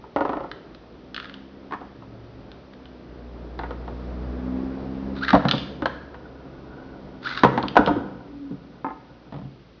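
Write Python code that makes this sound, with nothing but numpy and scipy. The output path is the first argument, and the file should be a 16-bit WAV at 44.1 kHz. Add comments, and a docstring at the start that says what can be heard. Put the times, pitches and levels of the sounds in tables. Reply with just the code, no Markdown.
"""Close to a small microphone, launcher parts snap and clack (noise bursts) and a plastic bowl on a table is bumped
(noise bursts and ringing modes). A low hum comes and goes; an engine-like drone outside (sines) swells and fades
over road rumble (noise). Toothed cords (pulses and scrape) rip off two metal tops, one after the other; they land,
circle and whirr (noise through the bowl's modes) and clash. The bowl hums with a wobbling top (a sine), a launcher
clunks down on the table (modes and noise), and a hand brakes the last top in a few bumps."""
import sys
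import numpy as np
from scipy import signal
from scipy.fft import rfft, irfft
from scipy.io import wavfile

SR = 44100
rng = np.random.default_rng(int(sys.argv[2]) if len(sys.argv) > 2 else 0)


def wrap_up_sound(samples):
    """Save the sound to the file named by the first command line argument, as 16-bit audio."""
    columns = np.atleast_2d(samples).T
    # keep every value between -1 and 1, then stretch to whole-number steps
    tamed = np.clip(columns, -1, 1)
    steps = np.round(tamed * 32767).astype(np.int16)
    wavfile.write(sys.argv[1], SR, steps)


N = 432180
TIME = np.arange(N) / SR  # seconds

# Modes of the plastic bowl. Each row: nominal frequency in Hz, relative level in dB, t60 in s.
BOWL = [(135.5, -3, 0.3), (193.8, -7.5, 0.19), (240, -11, 0.11), (285.6, -4.5, 0.12), (303.2, -5, 0.14),
        (437, -7.5, 0.16), (498.3, -5.5, 0.19), (553.2, -5, .15), (700, -4, 0.11), (741.2, -3, 0.13),
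        (822, 0, 0.071), (902, 0, 0.1), (959.4, -0.5, .09), (1030, -3, 0.091), (1130, -4.5, 0.049),
        (1264, -1.5, 0.1), (1344, -8, 0.22), (1467, 7.5, 0.057), (1510, -11.5, .07), (1730, -17, 0.028)]


def amp(db):
    """Decibels to gain."""
    return 10 ** (np.asarray(db) / 20)


def unit(x, size=None):
    """Scales a sound so that its first samples, or all of it, have rms 1."""
    return x / np.sqrt(np.mean(x[:size] ** 2) + 1e-20)


def read(points, hz):
    """A table read on a log-frequency axis."""
    f, value = np.transpose(points)
    return np.interp(np.log(hz + 1), np.log(f + 1), value)


def curves(rows):
    """The columns of a table, after its column of times, at every sample."""
    s, *columns = np.transpose(rows)
    return [np.interp(TIME, s, column) for column in columns]


def add(mix, s, sound):
    """Mixes a sound in at a time in seconds."""
    part = mix[max(round(s * SR), 0):][:len(sound)]
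    part += sound[:len(part)]


def gate(start, end, ramp):
    """1 between two times, with straight ramps inside both ends."""
    return np.clip(np.minimum(TIME - start, end - TIME) / ramp, 0, 1)


def band(x, lo_hz, hi_hz, order=3):
    """Causal band-pass."""
    return signal.sosfilt(signal.butter(order, [lo_hz, hi_hz], "band", fs=SR, output="sos"), x)


def colour(x, spectrum):
    """Filters a sound by a smooth curve of gain in dB over Hz."""
    return irfft(rfft(x) * amp(read(spectrum, np.fft.rfftfreq(N, 1 / SR))), N)


def drift(rate_hz):
    """Random wander of rms 1, mostly slower than a given rate."""
    keep = np.exp(-(np.fft.rfftfreq(N, 1 / SR) / rate_hz) ** 2)
    return unit(irfft(rfft(rng.standard_normal(N)) * keep, N))


def ringing(modes, t, detune=0):
    """One dying sine for each mode, with random phase and a slight chance shift of pitch."""
    hz, db, t60 = np.transpose(modes)[:, :, None]
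    hz = hz * (1 + detune * rng.uniform(-1.1, 1, hz.shape))
    phase = rng.random(hz.shape)  # in turns
    return (amp(db - 60 * t / t60) * np.sin(2 * np.pi * (hz * t + phase))).sum(0)


def strike(t, t60, blow):
    """One hard contact followed by a dying scatter of noise."""
    return blow * (t == 0) + rng.standard_normal(len(t)) * amp(-60 * t / t60)


def bounces(start, length, gap):
    """Times and losses in dB of an object coming to rest: bounces ever sooner and weaker, the last die fastest."""
    ratio, loss_db, fall = .95, 1.17, 1.34
    k = np.arange(12)
    after = np.r_[0, np.cumsum(gap * ratio ** k[:-1])]
    return zip(start + after[after < length], loss_db * k ** fall)


def hit(level, spot_hz, weight, hardness, thump_hz, thump_width, flex_t60, crack_db, table_db,
        flex_db=17, blow=11, crack_t60=0.078, spot_db=7, spot_width=1.09, table_t60=0.25,
        crack_slope=0.75, crack_top_hz=4100):
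    """A blow flexes the thin plastic in a quick dense burst, leaves its modes ringing and thuds into the table."""
    t = np.arange(SR // 4) / SR
    shell = ringing(BOWL, t, detune=.02) + amp(flex_db) * strike(t, flex_t60, blow)
    spot = amp(spot_db) * band(shell, spot_hz / spot_width, spot_hz * spot_width, order=1)
    table = band(strike(t, table_t60, blow), 45, 130, order=2)
    thump = band(shell, thump_hz / thump_width, thump_hz * thump_width, order=2)
    body = band(shell, 390, 1450, order=4) + spot
    edge = band(shell, 1342, 1870, order=2)
    crack = band(strike(t, crack_t60, blow), 1800, crack_top_hz, order=2)
    # weight feeds the table and the thump, hardness the edge and the crack
    parts = [(table, weight + table_db), (thump, weight), (body, 0), (edge, hardness),
             (crack, crack_db + crack_slope * hardness)]
    return sum(amp(level + db) * unit(part, size=1000) for part, db in parts)


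def air(rumble_db=2, hiss_db=-56, tyre_db=-15, gust_db=1):
    """Two filtered noises: gusty road rumble from outside, and a smooth hiss that swells a little with it."""
    # Road level before the trims above. Each row: time in s, level in dB.
    road_level = [(0.1, -49.5), (3.2, -47), (4.0, -39), (5.05, -38), (6.1, -48), (7.1, -44.5), (9.1, -54),
                  (9.7, -55.5)]
    # Spectrum of the rumble. Each row: frequency in Hz, relative density in dB.
    rumble_spectrum = [(18, -38.5), (30, -15.5), (50, -3), (75, -7.5), (95, -13), (125, -5), (160, -5.5),
                       (210, -5.5), (300, -1), (420, -3), (550, -4.5), (800, -11.5), (1400, -16),
                       (2500, -28.5), (3500, -53.5)]
    # Spectrum of the hiss. Each row: frequency in Hz, relative density in dB.
    hiss_spectrum = [(500, -18), (1200, -0.5), (2200, -2), (4000, -2), (5000, -0.5), (6000, -4),
                     (7000, -25.5)]
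    road, = curves(road_level)
    rumble = unit(colour(rng.standard_normal(N), rumble_spectrum))
    hiss = unit(colour(rng.standard_normal(N), hiss_spectrum))
    hiss_gain = np.hypot(amp(hiss_db), amp(road + tyre_db))
    return amp(road + rumble_db + gust_db * drift(6.7)) * rumble + hiss_gain * hiss


def engine(bass_db=(-41, -45), boom_db=(11, 5), middle_db=(-2, 0), upper_db=-10, fall_db=5.5,
           waver=0.00301, flutter_db=2):
    """Firing harmonics through the window: the lowest two swell in passing and boom under throttle, the rest flutter."""
    # Each row: time in s, firing rate in Hz before the waver, middle harmonics in dB before their offsets.
    firing = [(.7, 57.83, -58.5), (1.3, 66.73, -47), (2.0, 66.9, -50), (2.7, 65.76, -50.5),
              (3.2, 59.26, -50), (3.7, 59.7, -50.5), (4.25, 61.84, -39.5), (4.55, 64.7, -27.5),
              (4.8, 65.95, -36.5), (5.1, 66.97, -31), (6.1, 67.7, -59.5), (7.0, 65.33, -44),
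              (8.0, 61.3, -52), (9.7, 56.65, -63)]
    pass_s, pass_width_s = 4.81, 0.5  # when nearest; time to travel its own distance from the house
    hz, level = curves(firing)
    throttle = gate(3.02, 4.63, ramp=0.3)  # the exhaust booms while the engine pulls
    near_db = -10 * np.log10(1 + ((TIME - pass_s) / pass_width_s) ** 2)
    turns = np.cumsum(hz * (1 + waver * drift(8.9))) / SR
    levels = [db + near_db + boom * throttle for db, boom in zip(bass_db, boom_db)]
    levels += [level + db for db in middle_db]
    levels += [levels[-1] + upper_db - fall_db * k for k in range(6)]
    out = np.zeros(N)
    for k, db in enumerate(levels, 1):
        flutter = flutter_db * min(k / 3, 1) * drift(6)
        out += amp(db + flutter) * np.sin(2 * np.pi * k * turns)
    return out


def low_hum(start=1.88, end=2.55, hz=114, level_db=-45, ramp=0.29):
    """A second low hum, one gently wavering sine, comes and goes."""
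    return amp(level_db + drift(9)) * gate(start, end, ramp) * np.sin(2 * np.pi * hz * TIME)


def put_down(start=8.8453, length=.07, gap=.021, level_db=-24, rebound_db=-5, scatter_db=6, scatter_t60=0.041):
    """A launcher is dropped on the table: its modes and a noise burst make a pitched clunk with quick bounces."""
    # Modes of the plastic launcher. Each row: frequency in Hz, relative level in dB, t60 in s.
    launcher = [(280, -12, 0.23), (507, -15.5, .08), (766, -8, .12), (888, -1, 0.12), (1043, -10.5, .12),
                (1260, -9, 0.16), (1380, -13, 0.07), (1690, -21.5, .12), (2100, -20, .08)]
    out, t = np.zeros(N), np.arange(SR // 2) / SR
    for s, loss in bounces(start, length, gap):
        clunk = ringing(launcher, t) + amp(scatter_db) * band(strike(t, scatter_t60, 10), 220, 1500)
        gain = amp(level_db - loss + rebound_db * (s > start))
        add(out, s, gain * unit(band(clunk, 120, 2600), size=1000))
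    return out


def winding(start=1.21, length=.09, snap_db=-46, clack_db=5, count=4):
    """Small pawl clicks, uneven in time and level, as a top is twisted onto its launcher."""
    chance = rng.random((count, 2))
    return [(start + length * (k + late) / count, snap_db - 3 * weak, clack_db)
            for k, (late, weak) in enumerate(chance)]


def clicks(snap_db=1, snap_hz=3560, blow=6, clack_t60=0.024, snap_t60=0.017, spread=1.24, rim_db=-24, clack_db=-1):
    """Hard contacts: a very short snap, a duller clack of plastic and a faint ring of metal."""
    # Small contacts of launcher, pawl and metal rims, before the trims snap_db and clack_db.
    # Each row: time in s, snap in dB, plastic clack in dB above the snap.
    contacts = [(0.515, -38.5, 4), (0.748, -49, -2.5), (1.145, -34, -3.5), (1.164, -32.5, -5.5),
                (1.178, -43, 11), (1.2, -38.5, 1), (1.341, -41, -6.5), (2.517, -47.5, -6),
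                (2.735, -55.5, 2.5), (2.856, -50, -5), (3.591, -44, -3), (5.282, -32.5, 9.5),
                (5.291, -31, 6.5), (5.305, -28, 7.5), (5.485, -25, -2), (5.491, -27.5, -4),
                (5.512, -16.5, -10.5), (5.52, -28, -6.5), (5.581, -32.5, -8), (5.858, -31, 9),
                (7.375, -31, 3.5), (7.628, -34.5, -2.5), (7.683, -29.5, -13.5), (7.862, -29.5, -12)]
    # Modes of a metal rim. Each row: frequency in Hz, relative level in dB, t60 in s.
    rim = [(2843, -4, .4), (3060, -4, .4), (3250, -4, .45), (3370, -1, .45), (3450, -1, .45), (3555, 0, .5),
           (3698, 0, .45), (3768, -3, .4)]
    out, t = np.zeros(N), np.arange(SR // 2) / SR
    for s, snap, clack in contacts + winding():
        plastic = unit(band(strike(t, clack_t60, blow), 1200, 1830, order=2), size=1000)
        metal = unit(band(strike(t, snap_t60, blow), snap_hz / spread, snap_hz * spread, order=2), size=1000)
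        metal = metal + amp(rim_db) * ringing(rim, t)
        add(out, s, amp(snap + snap_db) * (metal + amp(clack + clack_db) * plastic))
    return out


def rattles(far_db=-10, earliest=.3, latest=.7):
    """The nudged bowl rocks on its stiff wall; after each bounce its far side touches the table more softly."""
    # Each row: start in s, length in s, first gap in s, level in dB, favoured frequency in Hz,
    # weight in dB, hardness in dB.
    nudges = [(0.162, .29, .046, -17.5, 588, -4, -11), (1.723, .022, 0.013, -27.5, 1003, -6, -4.5),
              (3.591, .06, .044, -29.5, 700, -3.5, -4)]
    out = np.zeros(N)
    for start, length, gap, level, *touch in nudges:
        for s, loss in bounces(start, length, gap):
            far_s = s + gap * (earliest + (latest - earliest) * rng.random())
            for at, db in (s, level - loss), (far_s, level - loss + far_db):
                add(out, at, hit(db, *touch, thump_hz=382, thump_width=1.33, flex_t60=0.073,
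                                 crack_db=-18.5, table_db=-26.5, crack_top_hz=2900))
    return out


def grab(start=9.324, gap=.018, slowing=1.16, level_db=-39, loss_db=2.0, thump_db=-39, count=6):
    """Fingers brake the last top: it bumps the floor of the bowl ever more slowly and dully."""
    out, s = np.zeros(N), start
    for k in range(count):
        level = level_db - loss_db * k
        # the thump keeps its level while the rest weakens
        add(out, s, hit(level, 660, thump_db - level, -9.5, thump_hz=164, thump_width=1.5, flex_t60=0.095,
                        crack_db=-7, table_db=-17))
        s += gap * slowing ** k
    return out


def ripcords(jitter=0.018, roll_off=1.1, rasp_db=2, uneven_db=4.5, buzz_rise_db=55, rasp_rise_db=15,
             bite_s=0.019, slip_db=8, release_db_per_s=330):
    """The toothed cord races through the launcher: a rising buzz and a rasp in its plastic case."""
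    # Each row: yank in s, lead-in in s, length in s, acceleration in teeth per s per s,
    # buzz in dB and rasp in dB, both before the trims and the colour of the case.
    pulls = [(5.225, .075, .075, 19000, -29, -33.5), (7.261, 0.041, 0.13, 18500, -30, -30.5)]
    # Colour of the case. Each row: frequency in Hz, gain in dB.
    case = [(300, -30.5), (900, -7.5), (1400, 7.5), (1900, -3.5), (2400, -6.5),
            (3000, -8.5), (3700, 0.5), (4500, -2), (6500, -14.5)]
    slack_rate, yank_rate, top_rate = 1250, 1400, 2050  # teeth per second before the jitter
    out = np.zeros(N)
    for yank, lead, length, acceleration, buzz, rasp in pulls:
        t = TIME - yank
        rate = np.clip(yank_rate + acceleration * t, slack_rate, top_rate)
        turns = np.cumsum(rate * (1 + jitter * drift(250))) / SR
        teeth = unit(sum(np.cos(2 * np.pi * k * turns) / k ** roll_off for k in range(1, 4)))
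        scrape = unit(band(rng.standard_normal(N), 500, 7000))
        # the teeth bite as the slack is taken up, then slip lightly soon after the yank
        slack, slipping = np.clip(-t / lead, 0, 1), np.clip(t / bite_s - 1, 0, 1)
        pull = amp(buzz - buzz_rise_db * slack - slip_db * slipping) * teeth
        pull += amp(rasp + rasp_db - rasp_rise_db * slack) * scrape
        release = release_db_per_s * np.maximum(t - length, 0)
        out += pull * amp(uneven_db * drift(90) - release) * (t > -lead)
    return colour(out, case)


def rolling(rumble_db=-2, whirr_db=-1, hum_db=-1, grain_db=3):
    """Spinning tips shake the bowl as they run over its small bumps, and whirr in a narrow band."""
    # Tips running round the bowl. Each row: start in s, end in s, rumble in dB before trim, fade in dB per s.
    runs = [(5.62, 7.762, -46, -0.5), (7.783, 8.292, -25.5, 44.5), (8.262, 9.324, -50.5, 0.5)]
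    # Tips scrubbing the slope. Each row: start in s, end in s, whirr in dB before trim, fade in dB per s.
    whirrs = [(5.63, 7.76, -64, 1), (6.696, 7.0, -56, 17), (7.777, 8.2, -37.5, 62)]
    # The bowl hums in tune with a wobbling top. Each row: time in s, pitch in Hz, level in dB before trim.
    wobble = [(8.15, 293.6, -69), (8.299, 285.3, -39.5), (8.44, 282, -31.5), (8.52, 271, -35),
              (8.58, 268, -57)]
    lap_s, nearest_s, swing_db = .6, 6.2, 1.5  # a lap of the bowl, one loudest moment, swing up and down
    bumps = rng.standard_normal(N) * amp(grain_db * drift(40))
    bowl = signal.oaconvolve(bumps, ringing(BOWL, np.arange(SR // 2) / SR))[:N]
    shake = amp(rumble_db) * unit(band(bowl, 96, 600, order=1))
    whirr = amp(whirr_db) * unit(band(bumps, 1445, 1540, order=2))
    lap_db = swing_db * np.cos(2 * np.pi * (TIME - nearest_s) / lap_s)
    out = np.zeros(N)
    for sound, stretches in (shake, runs), (whirr, whirrs):
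        for start, end, db, fade in stretches:
            faded = fade * np.clip(TIME - start, 0, end - start)
            out += sound * amp(db + lap_db - faded) * gate(start, end, .02)
    hz, db = curves(wobble)
    hum = amp(db + hum_db + drift(20)) * np.sin(2 * np.pi * np.cumsum(hz) / SR)
    return out + hum * gate(wobble[0][0], wobble[-1][0], .01)


def knocks():
    """Tops land, bounce and throw each other against the wall; now and then a hand knocks the bowl."""
    # Single blows on the bowl. Each row: time in s, level in dB, frequency in Hz that the struck spot favours,
    # weight in dB, hardness in dB, thump in Hz.
    blows = [(0.04, -41, 840, -6, -18.5, 368), (1.71, -38.5, 1000, -26, -5, 260),
             (1.813, -37, 760, -7, -16, 280), (2.023, -43.5, 980, -7, -9, 235),
             (3.708, -30.5, 545, -22, -5, 322), (3.879, -34.5, 547, -17, -10.5, 250),
             (5.331, -13.5, 730, 2, -7.5, 235), (5.343, -13.5, 703, -18, -21, 245),
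             (5.351, -12, 716, -21.5, -12.5, 240), (5.452, -20.5, 676, 0, -6, 190),
             (5.535, -26, 560, 0, -20.5, 208), (5.822, -26.5, 547, 0.5, -3, 310),
             (5.857, -19.5, 1030, -17, -9, 295.1), (6.144, -39.5, 1038, -11, -3.5, 170),
             (7.435, -8.5, 1033, -5, -4, 239), (7.447, -9.5, 956, -33.5, -17.5, 236.8),
             (7.577, -18.5, 857, -8, -6, 305), (7.635, -25, 970, -4.5, -18.5, 235),
             (7.756, -22.5, 740, -7, -6, 345), (7.767, -6.5, 720, -26, -20, 259),
             (7.772, -12.5, 1430, -12.5, -15, 269.5), (7.788, -21.5, 545, 5.5, -21, 263),
             (7.874, -17, 700, -9, -6.5, 230), (7.89, -23, 670, 0.5, -19, 275),
             (7.91, -34, 530, 12, -9, 280), (7.965, -41.5, 535, 19.5, -7, 280),
             (8.51, -50, 858, 21, -10, 217)]
    out = np.zeros(N)
    for s, *blow in blows:
        add(out, s, hit(*blow, thump_width=1.344, flex_t60=0.061, crack_db=-13.5, table_db=-20.5))
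    return out


def room(x, build=0.0009, count=3):
    """A furnished room: dense reflections, each band dying at its own speed."""
    # Decay of the room. Each row: frequency in Hz, t60 in s.
    room_decay = [(120, 0.84), (300, 1), (800, 0.55), (2000, 0.73), (4000, 0.53), (7000, 0.84)]
    out = np.zeros(N)
    for k in range(count):
        taps = rng.standard_normal(SR) * (1 - np.exp(-(np.arange(SR) / SR / build) ** 2))
        hz, t, z = signal.stft(taps, SR, nperseg=256)
        decay = amp(-60 * t / read(room_decay, hz)[:, None])
        tail = signal.istft(z * decay, SR, nperseg=256)[1]
        # three random tails crossfade, so no chance colour stays; the summed power stays even
        share = np.sqrt(2 / count) * np.cos(np.pi * (7 * TIME + k / count))
        out += signal.fftconvolve(x * share, tail / np.linalg.norm(tail))[:N]
    return out


def scene(knock_room_db=-8, click_room_db=-6):
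    """Bowl and launchers in the room, over the sounds from outside."""
    dull = knocks() + rattles() + put_down() + grab()
    hard = clicks() + ripcords()
    echo = room(amp(knock_room_db) * dull + amp(click_room_db) * hard)
    return (dull + hard + echo + rolling() + engine() + low_hum() + air())[None]


def record(dry):
    """A dull little microphone that rounds off the highest peaks; then a steep low-pass."""
    # Response of the microphone. Each row: frequency in Hz, gain in dB.
    microphone = [(20, 2.5), (60, 3.5), (1000, -2.5), (3600, -5), (4800, -9.5), (5800, -14.5),
                  (7000, -23.5)]
    edge_hz = 6850
    x = colour(dry[0], microphone)
    x = x / (1 + x ** 6) ** (1 / 6)  # soft overload
    low_pass = signal.firwin(301, edge_hz, window=("kaiser", 8), fs=SR)
    return signal.oaconvolve(x, low_pass, "same")[None]


dry = scene()
out = record(dry)
wrap_up_sound(out)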